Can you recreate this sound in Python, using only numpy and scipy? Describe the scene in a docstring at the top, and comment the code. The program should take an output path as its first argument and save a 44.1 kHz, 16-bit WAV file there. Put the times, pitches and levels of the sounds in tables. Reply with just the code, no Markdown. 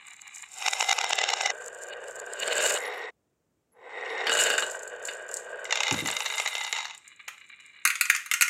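"""Marble trains on a wooden run

Trains of glass marbles roll down a wooden ramp, clatter over a zigzag board, knock along wavy chutes and drop
into plastic toy trucks in a small room. The opening seconds run backwards: knocks swell and stop dead as the
marbles climb to the top. After a quiet moment the scene changes and marbles run forwards. Random grains and
timed blows excite ringing modes of wood, glass and plastic; squeaks are narrow whistles and the room tone is
shaped noise."""
import sys
import numpy as np
from scipy import signal
from scipy.fft import rfft, irfft
from scipy.io import wavfile
from scipy.ndimage import uniform_filter1d

SR = 44100
rng = np.random.default_rng(int(sys.argv[2]) if len(sys.argv) > 2 else 0)


def persist_wave(psi):
    """Save psi, clipped to +-1, as 16-bit WAV."""
    counts = np.round(np.clip(psi, -1, 1) * 32767).astype(np.int16)
    wavfile.write(sys.argv[1], SR, np.atleast_2d(counts).T)


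N = 374409
T = np.arange(N) / SR   # time in s
TURN_S = 3.4   # time runs backwards before this, forwards after

# level_db columns are relative; most sources trim them further.
# knocks on the bends of the chutes, and at 7.28 s a marble landing beside the track: start_s, level_db
CHUTE_KNOCKS = [(.6266, -29), (.6657, -21), (.685, -18.5), (.7356, -21.5), (.8106, -18.5), (.8285, -21),
                (.8468, -27), (.896, -18.5), (.9151, -17.5), (.9304, -19.5), (.9893, -20.5), (1.0148, -23),
                (1.0452, -21.5), (1.1095, -22.5), (1.1335, -18), (1.1895, -19.5), (1.2176, -21.5),
                (1.2411, -19.5), (1.292, -21.5), (1.3054, -24), (1.3388, -19), (1.4128, -22.5),
                (1.4631, -18.5), (1.5057, -21.5), (5.653, -31.5), (5.7076, -24), (5.7249, -17.5),
                (5.7564, -23), (5.7733, -25.5), (5.8045, -19.5), (5.8329, -20.5), (5.8678, -24.5),
                (5.881, -23), (5.9098, -20), (5.9432, -27), (5.9895, -27), (6.0586, -25.5), (6.0859, -24.5),
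                (6.1019, -26.5), (6.1667, -22.5), (6.2045, -24.5), (6.26, -24.5), (6.3805, -24),
                (6.399, -21.5), (6.4595, -23.5), (6.4753, -25), (6.5521, -25), (6.6128, -31.5),
                (6.6478, -30), (6.7268, -21.5), (6.765, -29), (6.785, -30.5), (6.8057, -34),
                (6.8538, -30.5), (6.9088, -37.5), (7.2795, -35)]
# hardest knocks on the bends of the board: start_s, level_db
BOARD_KNOCKS = [(1.937, -34), (2.4354, -21.5), (2.4855, -25.5), (2.53, -20), (2.5833, -26), (2.6091, -22),
                (2.6647, -20), (2.71, -22), (2.7644, -26), (2.776, -24), (4.2687, -18), (4.2806, -28),
                (4.2951, -16), (4.3195, -18), (4.3509, -19.5), (4.3705, -21), (4.3895, -17.5),
                (4.404, -19.5), (4.5019, -17.5), (4.539, -22), (4.5803, -16.5), (4.605, -37), (4.6238, -21),
                (5.0855, -26)]
# clear clicks of glass on glass: start_s, level_db
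GLASS_CLICKS = [(.2193, -37.5), (.2801, -39.5), (.5454, -42), (1.0973, -28), (1.1574, -29.5), (1.4224, -32),
                (1.6635, -33.5), (1.6833, -32.5), (1.8372, -33.5), (1.8877, -39.5), (2.085, -36.5),
                (2.159, -37), (2.2017, -31.5), (2.266, -39.5), (2.3369, -28.5), (2.4027, -25.5),
                (2.48, -23.5), (2.5833, -22.5), (2.6411, -22), (2.7529, -28), (2.7644, -29.5),
                (4.3284, -23.5), (4.3751, -28.5), (4.4372, -20), (4.5803, -24.5), (4.832, -33),
                (4.8763, -33.5), (5.0527, -24.5), (5.0732, -29.5), (5.3138, -32), (5.3409, -22.5),
                (5.3694, -25.5), (5.6441, -36), (5.9257, -22.5), (6.0733, -23), (6.1133, -24.5),
                (6.6367, -31), (6.9481, -42), (6.9775, -40.5), (7.0783, -39.5), (7.38, -50), (7.49, -53),
                (7.605, -50.5), (7.6625, -47.5)]
# marbles dropping off the chutes into the trucks and bouncing, and at 7.283 s one landing beside the track:
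# start_s, level_db
TRUCK_DROPS = [(7.283, -30), (7.852, -12), (7.8745, -18), (7.9029, -20), (7.9551, -27.5), (8.0107, -13.5),
               (8.0544, -26.5), (8.098, -22.5), (8.1003, -11), (8.1495, -22.5), (8.1632, -25.5),
               (8.261, -33), (8.3134, -17), (8.3377, -17), (8.4103, -14), (8.4216, -12), (8.4802, -23)]
# dull bumps heard through the microphone housing: start_s, level_db
HOUSING_BUMPS = [(5.914, -30), (5.922, -23.5), (5.940, -27.5), (6.023, -29), (6.032, -31), (6.047, -31)]
# thin squeaks of glass rubbing on glass: centre_s, pitch_hz, level_db, half_length_s
GLASS_SQUEAKS = [(2.869, 10360, -43.5, 0.013), (2.822, 11080, -51, 0.061), (2.839, 13100, -53, 0.045),
                 (2.967, 10900, -55.5, 0.033), (2.969, 13120, -57.5, 0.039), (3.732, 11100, -58, 0.0073),
                 (4.114, 11000, -59.5, 0.029)]

# resonances of the grooved ramp: pitch_hz, width_hz, level_db
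RAMP_MODES = [(424, 44, -6.5), (495, 78, -3), (825, 364, -5), (1164, 120, -12.5), (1546, 160, -6.5),
              (1863, 94, 3.5), (2034, 130, -1), (2440, 660, -13.5), (3770, 86, -14), (5100, 710, -46),
              (7770, 910, -34)]
# resonances of the hollow zigzag board: pitch_hz, width_hz, level_db
BOARD_MODES = [(390.2, 52, -1.5), (500.7, 100, 2), (592.6, 134, 3.5), (813.6, 330, -3.5), (1099, 230, -6.5),
               (1519.8, 122, 1), (1597, 81, 3.5), (1850, 270, -8.5), (2380, 750, -14), (2900.6, 132, -7.5),
               (3678, 200, -21.5), (4474, 240, -28.5)]
# resonances of the wavy chutes: pitch_hz, width_hz, level_db
CHUTE_MODES = [(507, 120, -28.5), (885, 121, -4), (1277, 270, -8.5), (1653, 110, -8), (2059, 57, 7),
               (2295, 260, -5), (2870, 170, -2), (3681, 230, -6), (3793, 75, 1.5), (4380, 190, -14),
               (4940, 180, -18), (5650, 180, -11), (6470, 240, -20), (7020, 330, -10)]
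# resonances of the booming plank: pitch_hz, width_hz, level_db
PLANK_MODES = [(781, 82, 4.5), (656, 198, -15.5), (1515, 99, -15.5), (5395, 100, -3.5)]
# resonances of the low ends of the chutes: pitch_hz, width_hz, level_db
CHUTE_END_MODES = [(850, 165, -7.5), (1180, 240, -10.5), (1657, 116, -5.5), (2120, 260, 0.5),
                   (2400, 104.6, 2.5), (2886, 113, -1.5), (3540, 180, -14), (3880, 194, -6)]
# resonances of marbles touching softly: pitch_hz, width_hz, level_db
GLASS_MODES = [(6620, 350, -6), (7085, 640, 3.5), (7930, 270, -3.5), (8680, 1300, -11.5)]
# resonances of the plastic truck beds: pitch_hz, width_hz, level_db
TRUCK_MODES = [(1350, 180, 0.5), (1660, 350, -6.5), (1875, 200, 0.5), (2230, 450, 3.5), (2600, 450, -2.5),
               (3580, 330, -12.5), (4360, 300, -12), (4900, 870, -14.5), (6600, 310, -4), (7050, 250, -4),
               (8100, 1600, -10.5), (11100, 3300, -14), (12750, 4500, -21)]
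# broad resonances of the first crack of a chute knock: pitch_hz, width_hz, level_db
SNAP_MODES = [(1285, 1300, -14.5), (3580, 550, -1.5), (6650, 1100, 7.5)]
# low resonances of the microphone housing: pitch_hz, width_hz, level_db
HOUSING_MODES = [(94, 9.9, -4.5), (161.5, 16, -0.5), (206, 12, -5.5), (291, 36.4, -1)]
# bright resonances of hard glass contacts: pitch_hz, width_hz, level_db
CRACK_MODES = [(7570, 1200, -6), (7700, 2500, -16), (11600, 4000, -19.5), (4760, 1500, -15.5)]
# resonances of the table under the trucks: pitch_hz, width_hz, level_db
TABLE_MODES = [(256.7, 49, 5), (377, 260, -5.5)]
# spectrum of the room tone: pitch_hz, level_db (per Hz)
HUSH_SPECTRUM = [(24, -57.5), (40, -33.5), (59, -12), (111, -12), (145, -10.5), (291, -12.5), (454, -14.5),
                 (627, -18), (784, -23), (4560, -38), (7130, -32), (12300, -43.5), (15000, -34)]

# Each stretch of track is passed twice; in the backward run the trains leave at an earlier time than they arrive.
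# gathering speed on the straight ramp: arrive_s, start_to_leave_s, build_up_s, drain_s, level_db
ON_RAMP = [(3.114, 2.85, 0.00626, 0.13, -33), (3.685, 4.27, 0.12, 0.091, -34.5)]
# rushing into the zigzags with the speed of the ramp: arrive_s, start_to_leave_s, build_up_s, drain_s, level_db
RUSHING = [(2.88, 2.593, 0.064, 0.23, -33.5), (4.25, 4.468, 0.036, 0.27, -33.5)]
# winding down the board at an even pace: arrive_s, start_to_leave_s, build_up_s, drain_s, level_db
ON_BOARD = [(2.86, 1.3, 0.044, .8, -44), (4.25, 5.84, 0.063, 0.857, -43.5)]
# swinging down the wavy chutes: arrive_s, start_to_leave_s, build_up_s, drain_s, level_db
IN_CHUTES = [(1.525, .85, 0.0061, .3, -41), (5.62, 6.76, 0.068, 0.23, -39)]
# creeping along the low ends of the chutes: arrive_s, start_to_leave_s, build_up_s, drain_s, level_db
AT_ENDS = [(.58, 0, 0.032, .1, -53), (6.92, 9, .06, .2, -54.5)]
# crowding from the board into the chutes: arrive_s, start_to_leave_s, build_up_s, drain_s, level_db
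CROWDED = [(1.0, 0.69, 0.012, .22, -49), (5.88, 6.62, 0.016, 0.26, -45)]
# a slow marble leans into a bend: centre_s, level_db
SWINGS = [(.07, -62), (.135, -51), (.275, -49), (.44, -46), (7.06, -54), (7.2, -59), (7.4, -66),
          (7.5, -55.5), (7.61, -56), (7.8, -63)]
# a train bunches up and its marbles chatter: centre_s, level_db
BUNCHES = [(.11, -52), (.39, -45), (.58, -43), (.72, -39.5), (.83, -41), (1.44, -54.5), (1.62, -53),
           (1.81, -50.5), (2.13, -49.5), (2.69, -32.5), (4.41, -32.5), (4.62, -44.5), (4.74, -44.5),
           (5.1, -45), (5.35, -44.5), (6.39, -42.5), (6.78, -54)]
SWING_S, BUNCH_S = 0.018, 0.0603   # half lengths of the swells

# steady glass chatter relative to the rolling
RUSH_CHATTER_DB, BOARD_CHATTER_DB, CHUTE_CHATTER_DB, END_CHATTER_DB = -1.5, -13.5, -23.5, -15
KNOCK_CLICK_DB = -5.5   # in a tight train the glass rings along with each knock on the board
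HUSH_DB = -75.5
ROOM_T60_S = 0.36
MIC_TOP_HZ, CUTOFF_HZ = 14700, 15800   # gentle roll-off, then steep cut


def from_db(db):
    """Decibels to amplitude."""
    return 10 ** (np.asarray(db) / 20)


def unit_energy(x):
    """Scale to energy 1."""
    return x / np.sqrt(np.sum(x ** 2) + 1e-20)


def rms_one(x):
    """Scale to rms 1."""
    return unit_energy(x) * np.sqrt(len(x))


def cut(x, hz, kind, order=2):
    """Butterworth low- or high-pass."""
    return signal.sosfilt(signal.butter(order, min(hz, .45 * SR), kind, fs=SR, output="sos"), x)


def blows(rows):
    """One force pulse for each start_s, level_db."""
    force = np.zeros(N)
    for start_s, level_db in rows:
        force[min(round(start_s * SR), N - 1)] += from_db(level_db)
    return force


def grains(per_s, spread_db):
    """Random small impacts of uneven size; rms 1."""
    sizes = from_db(spread_db * np.minimum(rng.exponential(1, N), 3))
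    sizes = sizes * rng.choice([-1, 1], N)
    return rms_one(sizes * (rng.random(N) < per_s / SR))


def flutter(hz, depth_db):
    """Uneven contact pressure: a wandering gain of rms 1."""
    wander = rms_one(cut(rng.standard_normal(N), hz, "low"))
    return rms_one(from_db(depth_db * np.clip(wander, -2, 2)))


def passage(rows, trend_db_per_s):
    """Rolling builds up as the trains arrive, gains or loses with their speed, and drains as they leave."""
    gain = 0
    for arrive_s, leave_s, build_s, drain_s, level_db in rows:
        direction = np.sign(leave_s - arrive_s)   # -1 in the backward run
        age = np.maximum(direction * (T - arrive_s), 0)
        remaining = np.clip(1 - (age - abs(leave_s - arrive_s)) / drain_s, 0, 1)
        build_up = (1 - np.exp(-age / build_s)) ** 3
        gain = gain + from_db(level_db + trend_db_per_s * age) * remaining * build_up
    return gain


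def swells(rows, half_s):
    """A bell-shaped rise and fall of gain for each centre_s, level_db."""
    return sum(from_db(level_db) * np.exp(-((T - centre_s) / half_s) ** 2) for centre_s, level_db in rows)


def tail(t60):
    """Dense reflections dying away; energy 1."""
    t = T[:int(t60 * SR)]
    return unit_energy(rng.standard_normal(len(t)) * from_db(-60 * t / t60))


def respond(x, response):
    """Ringing follows its cause after the turn and comes before it while time runs backwards."""
    turn = int(TURN_S * SR)
    backwards = signal.oaconvolve(x[:turn][::-1], response)[:turn][::-1]
    forwards = signal.oaconvolve(x[turn:], response)[:N - turn]
    return np.concatenate([backwards, forwards])


def body(force, modes, low_hz, scatter_db, scatter_t60, detune=0.0137, order=1, count=6):
    """Impacts land on several spots, each with its own mode tuning, weights and scatter through the structure.
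    Order 1 rings at once, as from a blow; order 2 builds up softly and leaves deep valleys between the modes."""
    hz, width, db = np.transpose(modes)[:, :, None]
    t = T[:int(2 * SR / width.min())]
    age = np.pi * width * t * np.sqrt(order)
    fading = from_db(db) * width * age ** (order - 1) * np.exp(-age)
    spot = rng.integers(0, count, N)
    out = 0
    for k in range(count):
        tuned_hz = hz * (1 + detune * rng.standard_normal(hz.shape))
        rings = fading * np.sin(2 * np.pi * tuned_hz * t)
        weights = from_db(rng.normal(0, 1.63, len(modes))) * rng.choice([-1, 1], len(modes))
        scatter = from_db(scatter_db) * tail(scatter_t60)
        scatter[0] += 1   # direct sound
        response = cut(signal.fftconvolve(weights @ rings, scatter), low_hz, "high", order=6)
        out = out + respond(force * (spot == k), unit_energy(response))
    return out


def hush():
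    """Faint steady room tone: noise coloured by a smooth spectrum."""
    hz, db = np.transpose(HUSH_SPECTRUM)
    bins_hz = np.fft.rfftfreq(N, 1 / SR)
    colour = from_db(np.interp(np.log(bins_hz + 1), np.log(hz), db))
    return from_db(HUSH_DB) * rms_one(irfft(rfft(rng.standard_normal(N)) * colour, N))


def room(x):
    """A short reverberation, duller than the direct sound."""
    reflections = np.pad(tail(ROOM_T60_S), (int(.004 * SR), 0))   # 4 ms pre-delay
    return respond(x, cut(reflections, 9000, "low", order=1))


def chute_ends(gain):
    """Slow marbles touch the walls fitfully and ring the wood lightly, thinner in the more distant forward run."""
    force = from_db(0.5) * gain * flutter(hz=34.3, depth_db=4.0) * grains(per_s=500, spread_db=3.5)
    ringing = body(force, CHUTE_END_MODES, low_hz=724, scatter_db=-5, scatter_t60=0.039, detune=0.011, order=2)
    return np.where(T < TURN_S, ringing, cut(ringing, 1290, "high", order=4))


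def glass(gain):
    """Soft pings between marbles, denser as the trains crowd together; harder contacts add a bright crack."""
    crowding = gain / gain.max()
    ticks = grains(per_s=110 + 700 * crowding, spread_db=5.5)
    # even out the level, so that density does not set loudness
    ticks = from_db(-1.5) * gain * ticks / np.sqrt(uniform_filter1d(ticks ** 2, size=5000) + 0.071)
    along = from_db(KNOCK_CLICK_DB) * crowding ** .5 * blows(BOARD_KNOCKS)
    struck = from_db(17.5) * (blows(GLASS_CLICKS) + along)
    pings = body(ticks + from_db(1.0) * struck, GLASS_MODES, low_hz=5539,
                 scatter_db=-1.0, scatter_t60=0.031, detune=0.017, order=2)
    hard = from_db(-3.0) * ticks * crowding ** 0.27 + from_db(-6.5) * struck
    return pings + body(hard, CRACK_MODES, low_hz=3480, scatter_db=2.5, scatter_t60=0.029)


def jostle():
    """Dense, very bright ticks where the trains bunch up."""
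    force = passage(CROWDED, trend_db_per_s=-6) * grains(per_s=380, spread_db=4.5)
    return body(force, CRACK_MODES, low_hz=8400, scatter_db=9.0, scatter_t60=0.032, count=3)


def board(gain):
    """A hollow rumble in the zigzags; fast marbles hop and hit harder, which brightens it."""
    rolling = from_db(3.0) * gain * flutter(hz=13.4, depth_db=1.34) * grains(per_s=2200, spread_db=6.0)
    rumble = body(rolling, BOARD_MODES, low_hz=316.3, scatter_db=-5.0, scatter_t60=0.029, order=2)
    hops = from_db(2.0) * gain * (gain / gain.max()) ** 2.43 * grains(per_s=600, spread_db=3.0)
    # hard hits tilt the modes up by 14.8 dB per octave
    hard = [(hz, width, db + 14.8 * np.log2(hz / 1000)) for hz, width, db in BOARD_MODES]
    knocks = body(hops + from_db(21.5) * blows(BOARD_KNOCKS), hard, low_hz=267.0,
                  scatter_db=6.5, scatter_t60=0.082, count=8)
    low_rumble = from_db(-14.5) * cut(gain * rng.standard_normal(N), 380, "low")
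    return rumble + knocks + low_rumble


def chutes(gain):
    """Marbles swing from wall to wall and knock; in the backward run a plank booms close by."""
    rolling = from_db(4.0) * gain * grains(per_s=500, spread_db=9.0)
    knocks = from_db(22.5) * blows(CHUTE_KNOCKS) + from_db(-6) * gain * grains(per_s=29, spread_db=2.0)
    rumble = body(rolling, CHUTE_MODES, low_hz=410, scatter_db=-5, scatter_t60=0.038, order=2)
    clacks = body(knocks, CHUTE_MODES, low_hz=420, scatter_db=2, scatter_t60=.024, detune=.03, count=12)
    # strong scatter smears the first crack as it runs along the plank
    snap = body(from_db(-10) * knocks, SNAP_MODES, low_hz=600, scatter_db=18, scatter_t60=.018)
    snap = from_db(4.0) * cut(snap, 7640, "low", order=6)
    plank_force = (rolling + from_db(-4.0) * knocks) * (T < TURN_S)
    plank = body(plank_force, PLANK_MODES, low_hz=400, scatter_db=-9.5, scatter_t60=0.041, detune=0.012, order=2)
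    return rumble + clacks + snap + from_db(-3.5) * plank


def squeaks():
    """Brief narrow whistles that swell and fade, wavering in level as glass rubs on glass."""
    waver = rms_one(cut(rng.standard_normal(N), 110, "low"))
    out = np.zeros(N)
    for centre_s, hz, level_db, half_s in GLASS_SQUEAKS:
        near = abs(T - centre_s) < 3 * half_s
        swell = from_db(level_db) * np.exp(-((T[near] - centre_s) / half_s) ** 2)
        out[near] += swell * np.sin(2 * np.pi * hz * T[near])
    return out * waver


def ramp(gain):
    """Rolling over the grain of straight grooves; speed opens the upper modes and adds gritty little skips."""
    speed = (gain / gain.max()) ** 0.42
    force = from_db(-3.5) * gain * flutter(hz=45, depth_db=0.8) * grains(per_s=1800, spread_db=2.5)
    roll = body(force, RAMP_MODES, low_hz=322, scatter_db=-3.5, scatter_t60=0.03, order=2)
    roll = speed * roll + (1 - speed) * cut(roll, 1300, "low", order=2)
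    skips = from_db(-13.5) * gain * speed ** 3.1 * grains(per_s=310, spread_db=5.5)
    grit = body(skips, CHUTE_MODES, low_hz=2910, scatter_db=-5, scatter_t60=0.0341, count=4)
    return roll + cut(grit, 6050, "low", order=6)


def bumps():
    """Low thuds that reach the microphone through its housing."""
    force = from_db(23.0) * blows(HOUSING_BUMPS)
    return body(force, HOUSING_MODES, low_hz=85, scatter_db=-6, scatter_t60=0.26, count=2)


def trucks():
    """Hard cracks of glass on thin plastic, with a faint thud from the table under the wheels."""
    force = blows(TRUCK_DROPS)
    bed = body(from_db(23.0) * force, TRUCK_MODES, low_hz=1080,
               scatter_db=4.5, scatter_t60=0.046, detune=0.025, count=14)
    thud = body(from_db(-22.0) * force, TABLE_MODES, low_hz=150, scatter_db=-8, scatter_t60=.2, order=2, count=2)
    return bed + thud


def scene():
    """How much rolling there is on each stretch drives both its wood and the chatter of the glass."""
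    on_ramp = passage(ON_RAMP, trend_db_per_s=12.5)
    rushing = passage(RUSHING, trend_db_per_s=-6.5)
    on_board = passage(ON_BOARD, trend_db_per_s=-0.72)
    in_chutes = passage(IN_CHUTES, trend_db_per_s=-1.5)
    at_ends = passage(AT_ENDS, trend_db_per_s=.5) + swells(SWINGS, SWING_S)

    chatter = swells(BUNCHES, BUNCH_S)
    chatter = chatter + from_db(RUSH_CHATTER_DB) * rushing + from_db(BOARD_CHATTER_DB) * on_board
    chatter = chatter + from_db(CHUTE_CHATTER_DB) * in_chutes + from_db(END_CHATTER_DB) * at_ends

    wood = ramp(on_ramp) + board(rushing + on_board) + chutes(in_chutes) + chute_ends(at_ends)
    clicks = glass(chatter) + jostle() + squeaks()
    drops = trucks()
    wet = room(from_db(-8.5) * wood + from_db(-10.0) * clicks + from_db(-6.0) * drops)
    return (wood + clicks + drops + wet + bumps() + hush())[None]


def record(dry):
    """The microphone softens the highest treble; the top is cut steeply."""
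    softened = cut(dry, MIC_TOP_HZ, "low", order=3)
    steep = signal.ellip(10, .3, 80, CUTOFF_HZ, fs=SR, output="sos")
    return signal.sosfilt(steep, softened)


dry = scene()
out = record(dry)
persist_wave(out)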